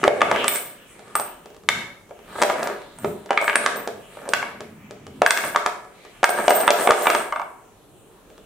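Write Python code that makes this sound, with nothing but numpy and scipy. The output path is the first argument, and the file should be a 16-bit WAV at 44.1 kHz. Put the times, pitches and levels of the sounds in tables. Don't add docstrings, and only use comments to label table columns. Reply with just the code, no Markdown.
import sys
import numpy as np
from scipy import signal
from scipy.io import wavfile

SR = 44100
rng = np.random.default_rng(int(sys.argv[2]) if len(sys.argv) > 2 else 0)


def master_out(mix):
    frames = np.transpose(np.atleast_2d(mix))
    ceiling = np.clip(frames, -1, 1)
    pcm = np.round(ceiling * 32767).astype(np.int16)
    wavfile.write(sys.argv[1], SR, pcm)


def volts(x):
    e = np.asarray(x, float) / 20
    return 10 ** e


N = 372644

# frequency in Hz, level in dB, t60 in seconds.
WALL_MODES = [(274.3, -13.5, 0.091), (400, -41.5, 0.019), (500, -4, 0.021), (587, -2.5, 0.082),
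              (679, -4, 0.12), (742, -3, 0.073), (942.4, 4, 0.028), (1180, 6, 0.021), (1290, 1, 0.037),
              (1440, -11.5, 0.06), (1612, 5, 0.024), (2199, 4.5, 0.024), (2807, 5.5, 0.013),
              (3500, 7, 0.0089)]
# frequency in Hz, level in dB, t60 in seconds.
COIN_HELD_MODES = [(7700, -4, .005), (8100, -2, .006), (8450, -2, .006), (8800, -2, .006), (9250, -3, .005),
                   (9800, -6, .004), (10400, -7, .005)]
# frequency in Hz, level in dB, t60 in seconds.
COIN_FREE_MODES = [(8360, -17, .25), (8475, -15, .25), (8570, -18, .22), (8650, -20, .2)]
# frequency in Hz, level in dB, t60 in seconds.
COIN_HIGH_MODES = [(14100, -8, .012), (14345, -8, .25), (14460, -14, .1), (14540, -1, .3),
                   (14750, -8, .012)]

COIN_INSIDE_S, COIN_FLIES_S = 5.2, 6.2
CARD_DAMPS_DB = -21
CONTACT_N = 5000


def contacts():
    # start in seconds, peak in dB, wall pitch in Hz, crack in dB re peak.
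    knock_rows = [(0.03, -9.5, 400, -37), (0.077, 8.5, 560, -31.5), (0.215, 3, 1180, -27.5),
                  (0.312, -4, 882, -24), (0.441, -9.5, 1120, -20), (2.422, 0, 890, -18),
                  (2.432, -2, 760, -22.5), (2.497, -7.5, 760, -23.5), (3.044, -8, 410, -32),
                  (3.305, -6, 780, -29.5), (3.66, -1.5, 1355, -21.5), (3.873, -13.5, 480, -18),
                  (5.217, 4, 640, -30.5), (5.437, -10, 1180, -37.5), (6.229, -3, 730, -27),
                  (6.479, 4.5, 677, -23.5), (6.504, 2.5, 710, -21.5), (6.677, 7, 1083, -36.5),
                  (6.686, 1, 1180, -32), (6.703, 5.5, 643, -16.5), (6.872, 3, 746, -32),
                  (6.889, 0, 490, -44), (6.917, -0.5, 648, -26), (7.068, 0.5, 1065, -31),
                  (7.099, -1.5, 1120, -23), (7.147, -5, 1060, -23)]
    # start in seconds, peak in dB, wall pitch in Hz,
    # crack in dB re peak.
    snap_rows = [(0.038, 0.5, 1310, -25.5), (0.206, -8, 1720, -22), (0.359, -10, 1620, -25.5),
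                 (1.687, 5, 2300, -16), (2.671, -13, 950, -21), (3.329, -18, 1430, -26),
                 (3.374, -0.5, 1975, -34.5), (3.478, -5, 1650, -32), (3.495, -7.5, 1782, -33),
                 (3.528, -14, 1810, -37.5), (4.334, -1.5, 1482, -16.5), (5.559, -1, 1200, -23),
                 (5.66, -5, 1045, -19), (6.906, 7.5, 1110, -25), (6.931, -10.5, 1840, -30.5)]
    # start in seconds, peak in dB, wall pitch in Hz, low ring in dB
    # re peak, high ring in dB re peak.
    clink_rows = [(0.479, -4, 2940, 14.5, -15), (0.556, -13.5, 1800, 20, -30), (1.152, -6, 1075, 13, -20),
                  (1.196, -13.5, 840, 11, -21), (2.416, -6.5, 1010, 5.5, -30), (2.628, -13.5, 690, 5, -30),
                  (2.985, -32, 850, 17, -18), (3.412, -18, 670, 6, -28), (3.441, -17, 1450, 8, -33),
                  (3.555, 1, 1440, 11, -40.5), (3.758, -22, 553, 14, -11.5), (4.288, -15.5, 520, 5, -32),
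                  (5.261, 5, 1620, -2.5, -32.5), (5.305, 3, 1580, 7.5, -28), (5.372, -3, 1710, -4, -29),
                  (6.24, 5.5, 1367, -22, -33), (6.29, -4, 700, -4, -24), (6.492, -4.5, 710, -9, -15.5),
                  (6.549, -11.5, 650, -5.5, -8), (6.602, -12.5, 655, -3, -24.5), (6.667, -21, 620, 11, -14),
                  (6.715, -23, 627, 2, -1), (7.019, -12, 650, -11, -13), (3.046, -28.5, 500, -16, -19)]
    # start in seconds, peak in dB, wall pitch in Hz.
    bounce_rows = [(0.045, -6.5, 382), (0.112, -23, 500), (0.347, -12.5, 844), (0.382, -17, 475),
                   (0.422, -29, 490), (0.459, -19.5, 587), (2.107, -27, 560), (2.357, -25.5, 1070),
                   (2.381, -20, 1020), (2.557, -19.5, 613), (2.696, -20, 393), (3.29, -28.5, 1380),
                   (3.421, -11, 664), (4.168, -27.5, 550), (4.215, -27, 590), (4.252, -28, 553),
                   (4.276, -21, 600), (4.425, -13, 1450), (5.545, -13, 860), (6.848, -11.5, 610),
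                   (7.054, -9.5, 1180), (7.322, -12, 1180), (7.358, -15, 1150), (7.394, -12.5, 960),
                   (7.414, -16, 960)]
    # start in seconds, peak in dB.
    touch_rows = [(0.991, -32), (1.078, -35), (1.456, -32), (1.501, -37), (1.544, -37), (1.563, -36.5),
                  (1.634, -38), (2.092, -40), (2.188, -37), (2.816, -35), (3.258, -30.5), (4.604, -20.5),
                  (4.907, -24.5), (5.065, -28), (5.846, -41.5), (6.048, -32.5), (8.299, -40), (8.377, -36)]
    ring_under_crack_db, high_under_low_db = -19, -13
    rows = []
    for table, kind in ((knock_rows, (0, 5, .0009)), (snap_rows, (15, 7, .0005))):
        for s, peak_db, hz, crack_db in table:
            low_db = crack_db + ring_under_crack_db
            rows.append((s, peak_db, hz, crack_db, low_db, low_db + high_under_low_db, *kind))
    for s, peak_db, hz, low_db, high_db in clink_rows:
        rows.append((s, peak_db, hz, -21, low_db, high_db, -4, 10, .0009))
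    for s, peak_db, hz in bounce_rows:
        rows.append((s, peak_db, hz, -33, -34.5, -48, -10, 7.5, .002))
    for s, peak_db in touch_rows:
        rows.append((s, peak_db, 448, -19, -21, -47, -8, 4.5, .001))
    return rows


def box_body(t, noise, hz, linger, snap_db, fall_db, build_s):
    modes = [(f * linger, db, t60) for f, db, t60 in WALL_MODES + WALL_MODES]
    walls = struck(modes, t / linger, lambda f: -10.5 - fall_db * np.abs(np.log2(f / linger / hz)),
                   shift=0.032, spread_db=3.0)
    push_cycles, snap_cycles = 13.7, 1.6
    decay = volts(-60 * t * hz / (push_cycles * linger)) + volts(snap_db - 60 * t * hz / snap_cycles)
    push = decay * np.sin(2 * np.pi * hz * t)
    chatter = rms_one(band(band(noise, hz / 1.57, hz * 1.8), hz / 1.69, hz * 2.72))
    chatter = chatter * volts(-14 - 60 * t / (0.024 * linger))
    body = (walls + push + chatter) * (1 - np.exp(-(t / build_s) ** 2))
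    return body / np.abs(body).max()


def card_crack(t, noise):
    spread_s = .0025
    sweep = np.clip((t - .0006) / spread_s, 0, 1)
    window = np.sqrt(np.sin(np.pi * sweep).clip(0))
    phase = 2 * np.pi * spread_s * (13000 * sweep - 5800 * sweep ** 2) + noise[0, 1]
    chirp = volts(2.0 * noise[:, :1]) * window * np.sin(phase)
    return band(chirp + noise[::-1, ::-1] * volts(-15 - 60 * t / 0.02), 2000, 10500)


def coin_ring(t, s, low_db, high_db):
    free_db = low_db + CARD_DAMPS_DB * (s < COIN_FLIES_S)
    metal = struck(COIN_HELD_MODES, t, lambda f: low_db, shift=0.019, spread_db=-5.5)
    metal += struck(COIN_FREE_MODES, t, lambda f: free_db, shift=0.0011, spread_db=6.5)
    metal += struck(COIN_HIGH_MODES, t, lambda f: high_db, shift=.0006, spread_db=-2)
    return metal * (1 - t / t[-1])


def knocks():
    out, t = np.zeros((2, N + CONTACT_N)), np.arange(CONTACT_N) / SR
    for s, peak_db, hz, crack_db, low_db, high_db, snap_db, fall_db, build_s in contacts():
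        linger = 1.5 if s > COIN_INSIDE_S else .9
        noise = rng.standard_normal((2, CONTACT_N)) + 0.66 * rng.standard_normal(CONTACT_N)
        body = box_body(t, noise, hz, linger, snap_db, fall_db, build_s)
        sharp = volts(crack_db + 14) * card_crack(t, noise) + coin_ring(t, s, low_db, high_db)
        sharp = sharp * (1 - np.exp(-(t / 0.0024) ** 2))
        at = round((s + .0008) * SR)
        out[:, at:at + CONTACT_N] += volts(peak_db) * (body + sharp)
    return out[:, :N]


def jingle():
    slips_per_s, hands_db = 1500, -28
    slips = (rng.random((2, N)) < slips_per_s / SR) * rng.standard_normal((2, N))
    slips = (sliding(column=3) + hands(hands_db)) * slips
    free = slips * volts(CARD_DAMPS_DB * (np.arange(N) < COIN_FLIES_S * SR))
    out = 0
    for modes, clicks, offset_db, sway_db, rate in ((COIN_HELD_MODES, slips, -7, 7.6, 5.7),
                                                    (COIN_FREE_MODES, free, -1.5, 3.0, 11),
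                                                    (COIN_HIGH_MODES, slips[::-1], -25.5, 4.0, 9)):
        for hz, db, t60 in modes:
            out = out + volts(db + offset_db + sway_db * drift(rate)) * ring(clicks, hz, t60)
    return out


def rubbing():
    # frequency in Hz, level in dB per Hz.
    rustle_spectrum = [(710, -24.5), (1200, 8.5), (1490, -10), (1660, 12), (3830, 3.5), (4650, -11),
                       (8630, 0.5), (16000, -30.5)]
    born = rng.random(N) < 700 * volts(4.0 * drift(40)) / SR
    slips = born * volts(7.5 * np.minimum(rng.exponential(1, N), 3)) * rng.choice([-1, 1], N)
    deep = sum(volts(db) * ring(slips, hz, 0.61 * t60) for hz, db, t60 in WALL_MODES[:3])
    upper = sum(volts(db) * ring(slips, hz, 0.61 * t60) for hz, db, t60 in WALL_MODES[3:11])
    deep_gain = np.where(np.arange(N) > COIN_INSIDE_S * SR, volts(-15.0), volts(3.5))
    rumble = rms_one(upper + deep * deep_gain)
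    rustle = rms_one(diffuse(N, lambda hz: volts(at_hz(rustle_spectrum, hz) + 5.6 * drift(9.9))))
    slide = sliding(column=2)
    rumble = volts(-8.5) * (slide + hands(-1.5)) * rumble
    return rumble + volts(-3.5) * (volts(-14.5) * slide + hands(0)) * rustle


def sliding(column):
    # start in seconds, length in seconds, wall rumble in dB, coin jingle in dB.
    slide_rows = [(0.05, .2, -28, -57.5), (0.34, 0.18, -24.5, -72.5), (0.54, 0.01, -45.5, -28),
                  (2.4, 0.053, -22.5, -40.5), (2.58, .12, -24.5, -65.5), (3.06, 0.0067, -37, -41),
                  (3.45, 0.04, -51, -38), (3.57, 0.06, -22, -65.5), (3.7, 0.12, -31, -61),
                  (4.2, .3, -33.5, -71), (5.38, 0.06, -22, -44.5), (5.46, 0.017, -44, -41),
                  (6.39, 0.0067, -19.5, -43.5), (6.47, 0.16, -22, -38.5), (6.79, 0.018, -17, -30),
                  (6.92, .28, -22, -37.5)]
    return swells(slide_rows, column, rise_db=206, fall_db=202)


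def hands(offset_db):
    # time in seconds, level in dB.
    busy_rows = [(0, -43), (.75, -52.5), (1.0, -49.5), (1.2, -44.5), (1.601, -63), (1.88, -55), (2.04, -66),
                 (2.3, -45), (2.9, -49), (3.3, -58.5), (4.0, -50.5), (4.6, -55.5), (5.2, -55), (5.8, -56.5),
                 (6.199, -49.5), (7.3, -83.5), (7.5, -68.5), (8.45, -59)]
    return volts(offset_db + np.interp(np.arange(N) / SR, *np.transpose(busy_rows)))


def drone():
    # start in seconds, length in seconds, drone in dB.
    lean_rows = [(.03, 0.31, -34.5), (1.72, 0.053, -34.5), (2.42, .01, -40), (3.06, 0.019, -29.5),
                 (3.46, 0.34, -53), (3.95, .02, -47), (4.35, .02, -41), (4.56, 0.68, -45.5),
                 (5.1, 0.18, -43.5), (5.46, 0.017, -40), (6.47, 0.48, -53)]
    hum = rms_one(band(band(rng.standard_normal(N), 100, 330), 60, 240))
    return volts(-3.5) * (swells(lean_rows, column=2, rise_db=241, fall_db=154) + hands(-6.5)) * hum


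def room(x):
    # frequency in Hz, t60 in seconds, level in dB.
    decay_rows = [(150, 0.4, -16.5), (400, 0.6, -6.5), (1080, 0.56, -13), (2750, 0.48, -9),
                  (7700, 0.43, -11.5), (15000, 0.41, 0.5)]
    t = np.arange(SR) / SR
    tail = diffuse(SR, lambda hz: volts(at_hz(decay_rows, hz, axis=2) - 60 * t / at_hz(decay_rows, hz)))
    tail *= np.clip((t - .004) / 0.0017, 0, 1) * (volts(-26.5) + volts(-25.0 - 60 * t / 0.017))
    return signal.fftconvolve(tail, x.mean(0)[None], axes=1)[:, :N]


def room_floor():
    # frequency in Hz, level in dB per Hz.
    floor_spectrum = [(12, -37), (20, -12), (44, -4.5), (70, -13), (123, -10.5), (158, -3.5), (270, -10.5),
                      (399, -6.5), (1960, -24.5), (2670, -25), (4810, -33.5), (7110, -28), (16000, -32.5)]
    return volts(-52) * rms_one(diffuse(N, lambda hz: volts(at_hz(floor_spectrum, hz) + 3.4 * drift(6))))


def struck(modes, t, extra_db, shift, spread_db):
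    hz, level_db, t60 = np.transpose(modes)[:, :, None]
    hz = hz * (1 + shift * rng.standard_normal(hz.shape))
    level_db = level_db + extra_db(hz) + spread_db * rng.standard_normal((2, *hz.shape))
    return (volts(level_db) * (volts(-60 * t / t60) * np.sin(2 * np.pi * hz * t))).sum(1)


def ring(clicks, hz, t60):
    r, w = volts(-60 / (t60 * SR)), 2 * np.pi * hz / SR
    return signal.lfilter([0, np.sin(w)], [1, -2 * r * np.cos(w), r * r], clicks + 1e-18)


def swells(rows, column, rise_db, fall_db):
    t = np.arange(0, N, 64) / SR
    start, length, db = np.array(rows)[:, [0, 1, column], None].transpose(1, 0, 2)
    db = db - rise_db * np.maximum(start - t, 0) - fall_db * np.maximum(t - start - length, 0)
    return np.interp(np.arange(N) / SR, t, volts(db).sum(0))


def diffuse(size, gain):
    # frequency in Hz, left-right likeness from 0 to 1.
    likeness_rows = [(60, 0.5), (250, 0.93), (700, .6), (2000, 0.34), (6000, 0.027), (15000, .02)]
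    edges_hz = 22 * 2 ** np.arange(0, 9.7, .4)
    out, white = 0, rng.standard_normal((2, 2, size))
    for k, (low, high) in enumerate(zip(edges_hz, edges_hz[1:])):
        mid, side = band(white[k % 2], low, high)
        hz = np.sqrt(low * high)
        alike = np.clip(at_hz(likeness_rows, hz), 0, 1)
        out = out + gain(hz) * (np.sqrt(1 + alike) * mid + np.sqrt(1 - alike) * side * [[1], [-1]])
    return out


def drift(rate):
    knots = rng.standard_normal(400)
    return np.interp(np.arange(N) / SR * rate, np.arange(400), knots)


def band(x, low_hz, high_hz):
    sos = signal.butter(2, [low_hz, min(high_hz, .49 * SR)], "band", fs=SR, output="sos")
    return signal.sosfilt(sos, x)


def at_hz(rows, hz, axis=1):
    return np.interp(np.log(hz), np.log(np.array(rows)[:, 0]), np.array(rows)[:, axis])


def rms_one(x):
    return x / np.sqrt(np.mean(x ** 2) + 1e-20)


def scene():
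    near = knocks() + jingle() + rubbing()
    no_bass = signal.butter(4, 170, "high", fs=SR, output="sos")
    near = signal.sosfilt(no_bass, near) + drone()
    near[0] = signal.lfilter([.3, 1], [1, .3], near[0])
    table_echo = np.roll(near, 150, axis=1) * volts([[-12], [-11]])
    wall_echo = band(np.roll(near, round(.0115 * SR), axis=1), 440.0, 2500) * volts(-10.5)
    return near + table_echo + wall_echo + room(near) + room_floor()


def roll_off(x):
    return signal.sosfilt(signal.butter(12, 16410, fs=SR, output="sos"), x)


def record(dry):
    capsule_top = signal.cheby2(16, 40, 16100, fs=SR, output="sos")
    dry = signal.sosfilt(capsule_top, dry)
    threshold_db, recovery_db_per_s = -3, 60
    over_db = np.maximum(20 * np.log10(np.abs(dry).max(0) + 1e-9) - threshold_db, 0)
    slope_db = recovery_db_per_s * np.arange(N) / SR
    duck_db = np.maximum.accumulate(over_db + slope_db) - slope_db
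    duck_db = signal.lfilter([.02], [1, -.98], duck_db)
    mix = np.clip(dry * volts(-.8 * duck_db), -1, 1)
    return roll_off(mix)


dry = scene()
out = record(dry)
master_out(out)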